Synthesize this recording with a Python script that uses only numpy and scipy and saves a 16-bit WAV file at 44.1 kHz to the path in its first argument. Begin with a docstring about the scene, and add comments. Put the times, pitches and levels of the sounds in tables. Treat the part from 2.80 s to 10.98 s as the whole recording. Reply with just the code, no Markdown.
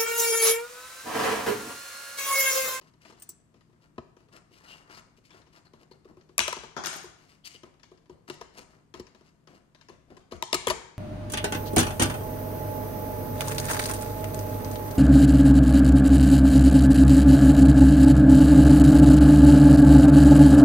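"""A living room, a stereo pair of microphones close to a helmet on a table. A small plastic prying tool
works at a clip inside: its taps ring the shell, its blade scrapes and squeaks in tiny slips, a strap
ring tinkles and fingers rub the padding. The clip snaps free with a twang and something small clatters
down further off. After more picking the part breaks loose with several cracks.
The walls answer each sound; behind it all lie quiet room air and a faint appliance hum."""
import sys
import numpy as np
from scipy import signal
from scipy.fft import rfft, irfft, next_fast_len
from scipy.io import wavfile

SR = 44100
rng = np.random.default_rng(int(sys.argv[2]) if len(sys.argv) > 2 else 0)


def unload_wav(signal):
    """Save mono or channel-first audio to the path in sys.argv[1] as 16-bit WAV at rate SR, clipped to [-1, 1]."""
    wavfile.write(
        sys.argv[1],
        SR,
        np.round(np.clip(np.atleast_2d(signal).T, -1, 1) * 32767).astype(np.int16),
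    )


N = 360738
TIME = np.arange(N) / SR
TREBLE_HZ = 1500  # modes above this shift from blow to blow and reach the room wider

# resonances of the shell and its plastic fittings: pitch_hz, width_hz, level_db
SHELL_MODES = [(45.63, 26, -15.5), (67.4, 20, -9.5), (117, 36, -12.5), (152, 21, -10.5), (231, 35, -6.5),
               (362, 30, 4.5), (471, 70, -2.5), (600, 89, -7), (660, 51, -3.5), (850, 450, -10),
               (937, 120, -0.5), (1047, 75, -3.5), (1170, 40, -4), (1266, 49, -6.5), (1660, 220, -3),
               (2080, 310, -5), (2570, 300, -4), (2970, 310, -3.5), (3300, 470, -5.5), (3890, 560, -7),
               (4180, 350, -5), (4640, 530, -6), (5200, 900, -5), (5860, 580, 3), (7230, 300, 0),
               (8900, 1100, 3.5), (12200, 380, 1), (15000, 1300, -2)]
# light contacts on the shell: start_s, level_db, hardness_db (below 0 a fingertip, above 0 the tool)
SHELL_TAPS = [(.012, -59, -2), (0.25, -55.5, 1.5), (0.298, -56, -3), (0.323, -57.5, -5), (0.42, -66.5, 12),
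              (0.488, -61.5, -6.5), (0.741, -65, -3.5), (.894, -74.5, -15), (0.928, -69, -6),
              (1.366, -59, -6), (1.404, -65, -6), (1.485, -66.5, -5), (1.709, -66.5, -11.5),
              (2.095, -60, -5.5), (2.171, -57, -2.5), (2.381, -70, -13), (2.668, -66, -4),
              (2.505, -60.5, 5), (2.77, -60, -2), (2.934, -55.5, -7.5), (3.111, -55.5, -9.5),
              (3.252, -59.5, -15), (3.308, -63.5, -13), (3.369, -59, -12), (3.41, -78, 17),
              (3.492, -65.5, -15), (3.765, -43, -4.5), (3.834, -46.5, -2.5), (4.24, -53.5, -13),
              (4.745, -61.5, -11), (4.832, -49.5, -6), (5.031, -59, 7), (5.114, -58, -12),
              (5.295, -52, -11.5), (5.498, -43.5, 0), (5.61, -50, -2.5), (6.139, -44.5, -3),
              (6.148, -54, -7), (6.267, -63.5, 8.5), (6.347, -58.5, -1.5), (6.408, -61, -6.5),
              (6.672, -55.5, -1.5), (6.947, -59.5, 3), (7.011, -63.5, 9.5), (7.085, -54, 0.5),
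              (7.094, -51, -7.5), (7.302, -57, -7.5), (7.367, -53.5, -2), (7.52, -40.5, -7)]
# landings of the loose piece: start_s, thump_db, knock_db, crack_db, edge_db
LANDINGS = [(3.965, -39.5, -35.5, -42, -57), (3.978, -48, -38.5, -56, -72), (4.0369, -47, -39, -39, -49),
            (4.058, -52, -44.5, -35.5, -37.5), (4.067, -51, -50, -42.5, -52), (4.075, -59, -47, -58, -60),
            (4.128, -53.5, -47, -44, -47), (4.158, -50, -48.5, -55, -48.5), (4.232, -70, -61, -67, -59)]


def snapping_catches():
    """Close up, the part jolts and its catches let go, ringing the shell: direct sound and room sends."""
    # start_s, thump_db, knock_db, crack_db, edge_db, looseness, send_db, three favoured pitches_hz
    snaps = [(1.18, -37, -39.5, -48.5, -73, 0.94, -6.5, 260, 1263, 1660),
             (3.5792, -49, -30.5, -29.5, -23.5, 0.36, -4.5, 470, 1210, 2530),
             (3.5907, -41, -37, -21.5, -30, 0.09, -1, 470, 950, 2570),
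             (3.603, -43, -34.5, -30.5, -42, 0.6, 0, 70, 1180, 1860),
             (3.678, -43, -31.5, -32.5, -37, 0.7, -2.5, 470, 1260, 4140),
             (3.7263, -42.5, -33, -37, -41.5, 0.63, -6.5, 470, 1040, 5200),
             (5.498, -39, -53, -43, -51.5, .9, -5, 350, 605, 2980),
             (5.612, -45.5, -44, -48, -59, .9, -3, 470, 680, 1660),
             (6.196, -38, -55, -50.5, -57, 1.55, -8, 330, 1170, 4560),
             (7.6235, -42.5, -29.5, -32.5, -39, 0.42, -4.5, 350, 960, 3890),
             (7.728, -33, -28.5, -25, -32, 0.66, -2.5, 250, 680, 3700),
             (7.743, -28, -30, -27, -29.5, 1.5, -11, 340, 1300, 5200),
             (7.869, -26.5, -27, -30.5, -33, 0.84, -2.5, 470, 900, 3300),
             (7.8801, -33.5, -39, -32, -37, 2, -2, 120, 1260, 2130),
             (7.8993, -32.5, -24.5, -27.5, -33, 2.4, -10.5, 350, 1130, 5130)]
    snaps = np.array(snaps)
    return strikes(snaps[:, :5], SHELL_MODES, send_db=snaps[:, 6], looseness=snaps[:, 5],
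                   pan_share=.56, spots_hz=snaps[:, 7:])


def clip_twang(start_s, t60_s):
    """The clip springs free and rings on."""
    tones = [(1173, -42.5), (2521, -40.5), (2627, -38.5), (2810, -42), (2904, -41), (4042, -44)]
    out, t = np.zeros(N), TIME[:SR]
    add(out, sum(ringing(t, hz, db, t60_s) for hz, db in tones), start_s)
    return out


def shell_taps():
    """Tool and fingers touch the shell; a harder contact has less thump and more crack."""
    # a tap's balance at hardness 0: thump_db, knock_db, crack_db, edge_db
    balance_db = [-4, -2, -2, -14]
    # gain per dB of hardness: thump_db, knock_db, crack_db, edge_db
    hardness_gain = [-0.91, 0.042, 0.86, 0.42]
    start_s, level_db, hardness_db = np.vstack([SHELL_TAPS, grip_ticks(per_s=3.5, level_db=-72.5)]).T
    registers_db = level_db[:, None] + np.array(balance_db) + np.outer(hardness_db, hardness_gain)
    touches = np.column_stack([start_s, registers_db])
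    return strikes(touches, SHELL_MODES, send_db=-.5, looseness=1.32, pan_share=1)


def grip_ticks(per_s, level_db, spread_db=4, count=40):
    """The shifting grip ticks faintly at random: rows of start_s, level_db, hardness_db."""
    start_s = np.cumsum(rng.exponential(1 / per_s, count))
    offset_db, hardness_db = spread_db * rng.standard_normal((count, 2)).T
    ticks = np.column_stack([start_s, level_db + offset_db, hardness_db])
    return ticks[start_s < TIME[-SR // 10]]


def scraping():
    """The friction of tool and fingers rings the thin blade."""
    # the blade's resonances: pitch_hz, width_hz, level_db
    blade_modes = [(2860, 83, 2.5), (4200, 85, -10.5), (4950, 290, -4), (8500, 270, 9)]
    rub = sliding(rise_share=.28, fall_share=.16, resting_db=[-77, -84, -90], restless_db=.5)
    blade = sum(from_db(db) * resonate(rub, hz, width) for hz, width, db in blade_modes)
    return from_db(-1.5) * (rub + blade)


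def sliding(rise_share, fall_share, resting_db, restless_db, grit_db=-62, firm_db=-50):
    """Padding rustle, shell rub and blade scrape swell with each stroke; the fingers never quite rest."""
    # short slides: start_s, length_s, level_db, bite_db (below 0 on padding, above 0 blade on plastic)
    slides = [(0, 0.086, -69, -1), (0.202, 0.1, -62.5, 1), (.363, 0.055, -65.5, 1),
              (1.004, 0.055, -70, -2.5), (1.517, 0.056, -57.5, 0), (2.365, 0.023, -74.5, 10.5),
              (2.434, 0.048, -77.5, 13), (2.5, 0.092, -61, -2.5), (2.72, 0.062, -63, 1),
              (2.849, 0.02, -68, 4.5), (2.985, 0.048, -63, -5), (3.113, 0.011, -69, 9),
              (3.274, 0.032, -64, -13), (4.35, 0.18, -68.5, 4), (4.643, 0.036, -57.5, 15),
              (4.692, 0.068, -67.5, 13.5), (5.477, 0.013, -46.5, -4), (5.533, 0.012, -60.5, 10),
              (5.735, 0.041, -59, 2.5), (5.77, 0.024, -47.5, 1), (5.795, 0.037, -60, -1),
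              (5.86, .11, -69, -3), (6.439, 0.055, -73, 6), (6.682, 0.088, -62.5, -5.5),
              (7.273, 0.074, -65, -10.5), (7.509, 0.015, -53.5, 2)]
    # rustle, rub and scrape: slips_per_s, spectrum as (pitch_hz, density_db)
    frictions = [(700, [(100, -14), (220, -6.5), (360, -1.5), (500, -9.5), (700, -6.5), (1100, -32.5),
                 (2500, -57.5)]), (2000, [(400, -32), (700, -12), (1050, -6), (1300, -7), (1900, -9),
                 (2600, -29), (6000, -60.5)]), (3500, [(1100, -29), (2100, 2.5), (2900, -1), (3500, -6),
                 (4500, -2), (7000, -12), (10000, -16), (12000, -13.5), (15000, -24), (17000, -37)])]
    # gain per dB of bite: rustle_db, rub_db, scrape_db
    bite_gain = [-0.68, 0, 0.89]
    # one long drag of the blade along the rim: time_s, scrape_db, rub_db
    rim_drag = [(1.68, -95, -88), (1.736, -62, -81), (1.776, -63, -67), (1.928, -54.5, -58),
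                (2.07, -74, -70), (2.118, -55, -53.5), (2.162, -57.5, -66), (2.175, -50.5, -51),
                (2.2, -54, -64), (2.225, -84, -88), (2.28, -100, -99)]
    # trims within that drag: rustle_db, rub_db, scrape_db
    drag_trim_db = [-2, 2, -1.5]
    # fine grit torn by a hard-pressed blade: pitch_hz, density_db
    grit_spectrum = [(2500, -19), (4500, -3.5), (8000, -10), (12000, -6), (15500, -17.5), (17000, -30)]
    out, strokes = np.zeros(N), slides + skids()
    grip_db = restless_db * flutter(3.2)
    drag_s, scrape_db, rub_db = np.transpose(rim_drag)
    dragging = (TIME > drag_s[0]) * (TIME < drag_s[-1])
    for k, ((slips_per_s, spectrum), drag_db) in enumerate(zip(frictions, (rub_db, rub_db, scrape_db))):
        drag = from_db(np.interp(TIME, drag_s, drag_db) + drag_trim_db[k]) * dragging
        pressure = from_db(resting_db[k] + grip_db) + drag
        for start, length, level_db, bite_db in strokes:
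            t = TIME[:int((length + .1) * SR)]
            rise = 1 - np.exp(-t / (rise_share * length))
            fall = np.exp(-np.maximum(t - length, 0) / (fall_share * length))
            add(pressure, from_db(level_db + bite_gain[k] * bite_db) * rise * fall, start)
        out += pressure * friction(spectrum, slips_per_s)
    firmness = pressure / from_db(firm_db)  # the last pressure is the blade's
    return out + from_db(grit_db) * firmness ** 2 * friction(grit_spectrum, slips_per_s=2300)


def skids(length_s=.046, level_db=-75.5, follow_share=.85, bite_db=-4.5):
    """The hand skids on in a short stroke after each tap, louder after a stronger one."""
    mean_db = np.mean(np.array(SHELL_TAPS)[:, 1])
    return [(s, length_s, level_db + follow_share * (db - mean_db), bite_db) for s, db, _ in SHELL_TAPS]


def friction(spectrum, slips_per_s, uneven_db=2, clump_db=2.5):
    """Tiny slips of uneven size come in clumps; rms 1."""
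    sizes = rng.standard_normal(N) * from_db(uneven_db * rng.standard_normal(N) + clump_db * flutter(90))
    return colour((rng.random(N) < slips_per_s / SR) * sizes, spectrum)


def blade_squeaks(width_hz):
    """The blade catches and its slips fall nearly into step: a rough tone that swells and fades."""
    # start_s, length_s, pitch_hz, level_db
    squeaks = [(1.83, .14, 4170, -66), (1.868, 0.105, 2830, -52), (2.119, .06, 4900, -62),
               (2.127, .07, 4240, -63), (2.497, 0.051, 3400, -65), (2.849, 0.039, 4300, -67),
               (3.107, 0.035, 4250, -60.5), (4.636, 0.037, 3223, -53.5), (4.641, .035, 4500, -51),
               (4.648, 0.024, 5960, -55), (4.739, 0.035, 2970, -52.5)]
    out = np.zeros(N)
    for start, length, hz, level_db in squeaks:
        tone = rms_one(resonate(resonate(rng.standard_normal(SR), hz, width_hz), hz, width_hz))
        swell = signal.windows.cosine(int(length * SR))
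        add(out, from_db(level_db) * swell * tone[:len(swell)], start)
    return out


def strap_rings(favour_db, scratch_db, scratch_s, split_hz):
    """Steel rings scratch over each other and ping; a ring's modes come in close pairs that beat."""
    # the rings touch: start_s, level_db, favoured_hz
    clinks = [(.398, -47, 8740), (0.4205, -39, 8740), (0.4235, -38, 8740), (0.4906, -29.5, 7900)]
    # a ring's modes: pitch_hz, level_db, t60_s
    modes = [(5970, -20, 0.14), (7500, -17, 0.08), (7920, -10, 0.061), (8737, -6.5, 0.063),
             (10700, -20, 0.06), (11110, -18, 0.074), (12600, -21, 0.043), (15140, -6, 0.049)]
    out, t = np.zeros(N), TIME[:SR // 4]
    for start, level_db, spot_hz in clinks:
        ping = np.zeros(len(t))
        for hz, db, t60 in modes:
            for offset_hz in (-split_hz, split_hz):
                mode_db = db - 5 + favour_db * nearness(hz, spot_hz) + rng.normal(0, 1.5)
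                ping += ringing(t, hz + offset_hz * rng.random(), mode_db, t60)
        hiss = signal.sosfilt(band_pass(4800, 10800), rng.standard_normal(len(t)))
        scratch = from_db(scratch_db) * hiss * np.exp(-t / scratch_s)
        attack = 1 - np.exp(-t / .001)
        add(out, from_db(level_db) * attack * (ping + scratch), start)
    return out


def falling_piece():
    """A loose piece lands and bounces further from the microphones, with more room in its sound."""
    # resonances of the piece and the surface it hits: pitch_hz, width_hz, level_db
    modes = [(184, 87, -0.5), (367, 83, 5.5), (500, 150, 10), (680, 430, 12.5), (980, 350, 9),
             (1230, 180, 15.5), (1430, 210, 12), (1750, 440, 10), (2200, 500, 1), (2840, 540, -2.5),
             (3530, 990, 4.5), (4300, 1000, 4), (5200, 1100, 7.5), (6090, 750, 20.5), (6670, 760, 14),
             (7850, 1500, 12.5), (9100, 700, 20), (11200, 1100, 14.5), (13000, 1400, 19), (15450, 910, 1.5)]
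    return strikes(LANDINGS, modes, send_db=6.5, looseness=1.07, pan_share=1.3)


def piece_ring():
    """The loose piece sings on briefly after each landing."""
    # its lasting tones: pitch_hz, level_db (relative to the knock), t60_s
    tones = [(3244, -14, 0.18), (5690, -16, 0.083)]
    out, t = np.zeros(N), TIME[:SR // 2]
    for start, _, knock_db, _, _ in LANDINGS:
        for hz, db, t60 in tones:
            add(out, ringing(t, hz, knock_db + db + rng.normal(0, 1.5), t60), start)
    return out


def strikes(events, modes, send_db, looseness, pan_share, spots_hz=None, send_count=5):
    """Blows on one body: direct sound at the microphones, and room sends from a few spots in turn."""
    # thump, knock, crack and edge:
    # low_hz, high_hz, travel_s, chatter_decay_s, chatter_share, left_over_right_db, right_lag_s, room_db
    registers = [(35.68, 490, 0.00032, 0.0024, 0.43, 3, .00012, -8.5),
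                 (544, 1500, 0.00063, 0.003, .65, 4.5, 0.00019, -9.5),
                 (1340, 5500, 0.00084, 0.0029, 0.59, 10.5, 0.00024, -2.5),
                 (5730, 15000, 0.001, 0.0027, 0.64, 4.5, .00027, -5)]
    direct, sends = np.zeros((2, N)), np.zeros((send_count, N))
    send_db, looseness = np.broadcast_to(send_db, len(events)), np.broadcast_to(looseness, len(events))
    # a harder contact tilts each register upwards (dB per octave); the thump keeps its colour
    contrast_db = np.gradient(np.array(events)[:, 1:5], axis=1)
    tilts_db = np.clip(contrast_db - .5, -12, 12) * np.array([0, .15, .35, .9])
    for k, (low, high, travel, decay, chatter, pan_db, lag, room_db) in enumerate(registers):
        near, skirts = np.zeros(N), band_pass(low, high)
        for i, event in enumerate(events):
            gain, start = from_db(event[k + 1]), event[0] + travel
            rung = struck_at(modes, [] if spots_hz is None else spots_hz[i])
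            chatter_s = decay * looseness[i]  # a loose contact chatters longer
            add(near, gain * blow(rung, low, high, skirts, chatter_s, chatter, tilts_db[i, k]), start)
            rung[rung[:, 0] > TREBLE_HZ, 1] *= 1.6  # wider treble modes for the room
            # the room hears all directions: chatter averages out, each mode arrives in its own time
            spread = blow(rung, low, high, skirts, decay, 0, tilts_db[i, k], scatter_s=.004)
            add(sends[i % send_count], gain * from_db(room_db + send_db[i]) * spread, start)
        direct += place(near, pan_db * pan_share, lag)
    return direct, sends


def struck_at(modes, spots_hz, body_lift_db=6.5, treble_lift_db=6, grip_detune=.03):
    """The spot that is struck favours some modes; the grip shifts the high ones a little."""
    hz, width, db = np.transpose(modes)
    treble = hz > TREBLE_HZ
    lift_db = np.where(treble, treble_lift_db, body_lift_db) * sum(nearness(hz, f) for f in spots_hz)
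    shift = grip_detune * rng.standard_normal(len(hz)) * treble
    return np.column_stack([hz * (1 + shift), width, db + lift_db])


def nearness(hz, spot_hz, width_octaves=.094):
    """How strongly a struck spot favours a mode, 0-1."""
    return np.exp(-(np.log2(hz / spot_hz) / width_octaves) ** 2)


def blow(modes, low, high, skirts, decay_s, chatter, tilt_db, scatter_s=0):
    """A click and a chatter of micro-slips ring one register's modes; rms 1 over the first 12 ms."""
    t = TIME[:4096]
    slips = rng.standard_normal(len(t)) * np.exp(-t / decay_s) * (1 - np.exp(-2 * t / decay_s))
    force = chatter * slips / np.linalg.norm(slips) + (1 - chatter) * (t == 0)
    strengths_db = rng.normal(0, 1.8, len(modes))
    lags = (rng.random(len(modes)) * scatter_s * SR).astype(int)
    body = np.zeros(len(t))
    for k, (hz, width, db) in enumerate(modes):
        if low <= hz < high:
            gain = from_db(db + strengths_db[k] + tilt_db * np.log2(hz / low))
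            body += (-1) ** k * gain * resonate(np.roll(force, lags[k]), hz, width)
    sound = signal.sosfilt(skirts, body)
    return sound / np.sqrt(np.mean(sound[:int(.012 * SR)] ** 2))


def living_room(send, build_s, echo_s, echo_db, bass_alike_hz):
    """A wall echo and a diffuse tail that dies band by band, its bass partly alike at both microphones."""
    # the room's decay: pitch_hz, t60_s
    decays = [(100, 0.5), (260, 0.45), (700, 0.72), (1840, 0.65), (4850, 0.61), (9000, 0.42), (15000, 0.3)]
    # the room's colour: pitch_hz, level_db
    spectrum = [(60, 11.5), (300, -1), (1000, 2.5), (2600, -4.5), (4800, -5), (7000, 3), (10000, -4),
                (15000, -22)]
    t, hz = TIME[:SR], np.fft.rfftfreq(SR, 1 / SR)
    mid, side = rfft(rng.standard_normal((2, SR)))
    alike = .32 / (1 + (hz / bass_alike_hz) ** 2)
    field = np.sqrt(1 + alike) * mid + np.sqrt(1 - alike) * side * [[1], [-1]]
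    field *= from_db(at_hz(spectrum, hz))
    tail = np.zeros((2, SR))
    for centre, t60 in decays:
        weight = at_hz([(f, f == centre) for f, _ in decays], hz)
        fade = from_db(-60 * t / t60) * (1 - np.exp(-(t / build_s) ** 2))
        tail += irfft(field * weight, SR) * fade / np.linalg.norm(fade)
    for channel, lag in enumerate([echo_s, echo_s + .000079]):
        tail[channel, int(lag * SR)] += from_db(echo_db)
    return signal.fftconvolve(send[None], tail, axes=1)[:, :N]


def room_air(level_db, side_db):
    """Quiet room air; only its bass is common to both microphones."""
    # the air's spectrum: pitch_hz, density_db
    hush = [(15, -47), (25, -5.5), (145, -1.5), (285, -3), (363, -10), (754, -23.5), (1020, -17),
            (1890, -24.5), (6050, -35.5), (9070, -30.5), (10100, -46.5), (11300, -33), (16000, -61.5)]
    common, left, right = (colour(noise, hush) for noise in rng.standard_normal((3, N)))
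    bass = signal.butter(1, 500, fs=SR)
    own = np.array([left, right])
    own -= (1 - from_db(side_db)) * signal.lfilter(*bass, own)
    return from_db(level_db) * (signal.lfilter(*bass, common) + own)


def appliance_hum(waver_db=.86, waver_rad=2.1):
    """A faint appliance hum wavers in level and phase."""
    # its tones: pitch_hz, level_db
    tones = [(119, -75.5), (157, -72)]
    return sum(from_db(db + waver_db * flutter(9.2)) * np.sqrt(2)
               * np.sin(2 * np.pi * hz * TIME + waver_rad * flutter(9.1)) for hz, db in tones)


def from_db(db):
    """Decibels to gain."""
    return 10 ** (np.asarray(db) / 20)


def rms_one(x):
    """Scale to unit rms."""
    return x / np.sqrt(np.mean(x ** 2) + 1e-20)


def at_hz(points, hz):
    """Read a table on a log-frequency axis."""
    freqs, values = np.transpose(points)
    return np.interp(np.log(np.maximum(hz, 1)), np.log(freqs), values)


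def band_pass(low_hz, high_hz):
    """Filter sections of a gentle band-pass."""
    return signal.butter(2, [low_hz, high_hz], "band", fs=SR, output="sos")


def colour(x, spectrum):
    """Give a steady sound a spectrum; rms 1."""
    size = next_fast_len(N, real=True)
    gains = from_db(at_hz(spectrum, np.fft.rfftfreq(size, 1 / SR)))
    return rms_one(irfft(rfft(x, size) * gains, size)[:N])


def resonate(x, hz, width_hz):
    """One resonance with gain 1 at its peak."""
    r = np.exp(-np.pi * width_hz / SR)
    poles = [1, -2 * r * np.cos(2 * np.pi * hz / SR), r * r]
    return signal.lfilter(np.array([1, 0, -1]) * (1 - r * r) / 2, poles, x + 1e-18)


def ringing(t, hz, level_db, t60_s):
    """One mode dying away freely."""
    return from_db(level_db - 60 * t / t60_s) * np.sin(2 * np.pi * hz * t)


def flutter(rate_hz):
    """Random wavering; rms 1."""
    return rms_one(np.interp(TIME * rate_hz, np.arange(4096), rng.standard_normal(4096)))


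def place(x, pan_db, lag_s=0):
    """A source to the left is louder at the left microphone and reaches the right one lag_s later."""
    right = np.roll(x, int(round(lag_s * SR)))
    gains = rms_one(from_db([pan_db / 2, -pan_db / 2]))
    return np.array([x * gains[0], right * gains[1]])


def add(track, sound, start_s):
    """Mix a short sound into a track."""
    start = int(start_s * SR)
    track[start:start + len(sound)] += sound[:N - start]


def scene():
    """Close work on the helmet and the more distant clatter share one room, left of centre."""
    snaps, snap_sends = snapping_catches()
    clatter, clatter_sends = falling_piece()
    rub = scraping() + blade_squeaks(width_hz=520)
    rings = strap_rings(favour_db=6, scratch_db=-13.5, scratch_s=.016, split_hz=67)
    taps, tap_sends = shell_taps()
    singing, twang = piece_ring(), clip_twang(start_s=3.592, t60_s=.45)
    direct = taps + snaps + clatter + place(singing, pan_db=12) + place(twang, pan_db=2)
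    direct += place(rub, pan_db=5, lag_s=.00027) + place(rings, pan_db=4)
    sends = tap_sends + snap_sends + clatter_sends
    sends[0] += from_db(-8) * rub + from_db(-18) * rings + from_db(-12) * singing
    echoes = sum(living_room(send, build_s=.0034, echo_s=.01, echo_db=-7.5, bass_alike_hz=452)
                 for send in sends)
    room_tone = room_air(level_db=-67.5, side_db=-2.5) + appliance_hum()
    return direct + echoes * from_db([[1.1], [-1.1]]) + room_tone * from_db([[1.2], [-1.2]])


def record(dry):
    """The two microphones differ in the treble, and the top is cut steeply at 16.5 kHz."""
    # balance of the pair: pitch_hz, left_over_right_db
    mic_balance = [(1200, 1), (2200, 1.5), (4000, 4), (7000, 10), (8000, -4), (9200, -2.5), (15000, -6)]
    size = next_fast_len(N + SR // 10, real=True)
    balance_db = at_hz(mic_balance, np.fft.rfftfreq(size, 1 / SR))
    heard = irfft(rfft(dry, size) * from_db([balance_db / 2, -balance_db / 2]), size)[:, :N]
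    return signal.sosfilt(signal.ellip(10, .1, 90, 16500, fs=SR, output="sos"), heard)


dry = scene()
out = record(dry)
unload_wav(out)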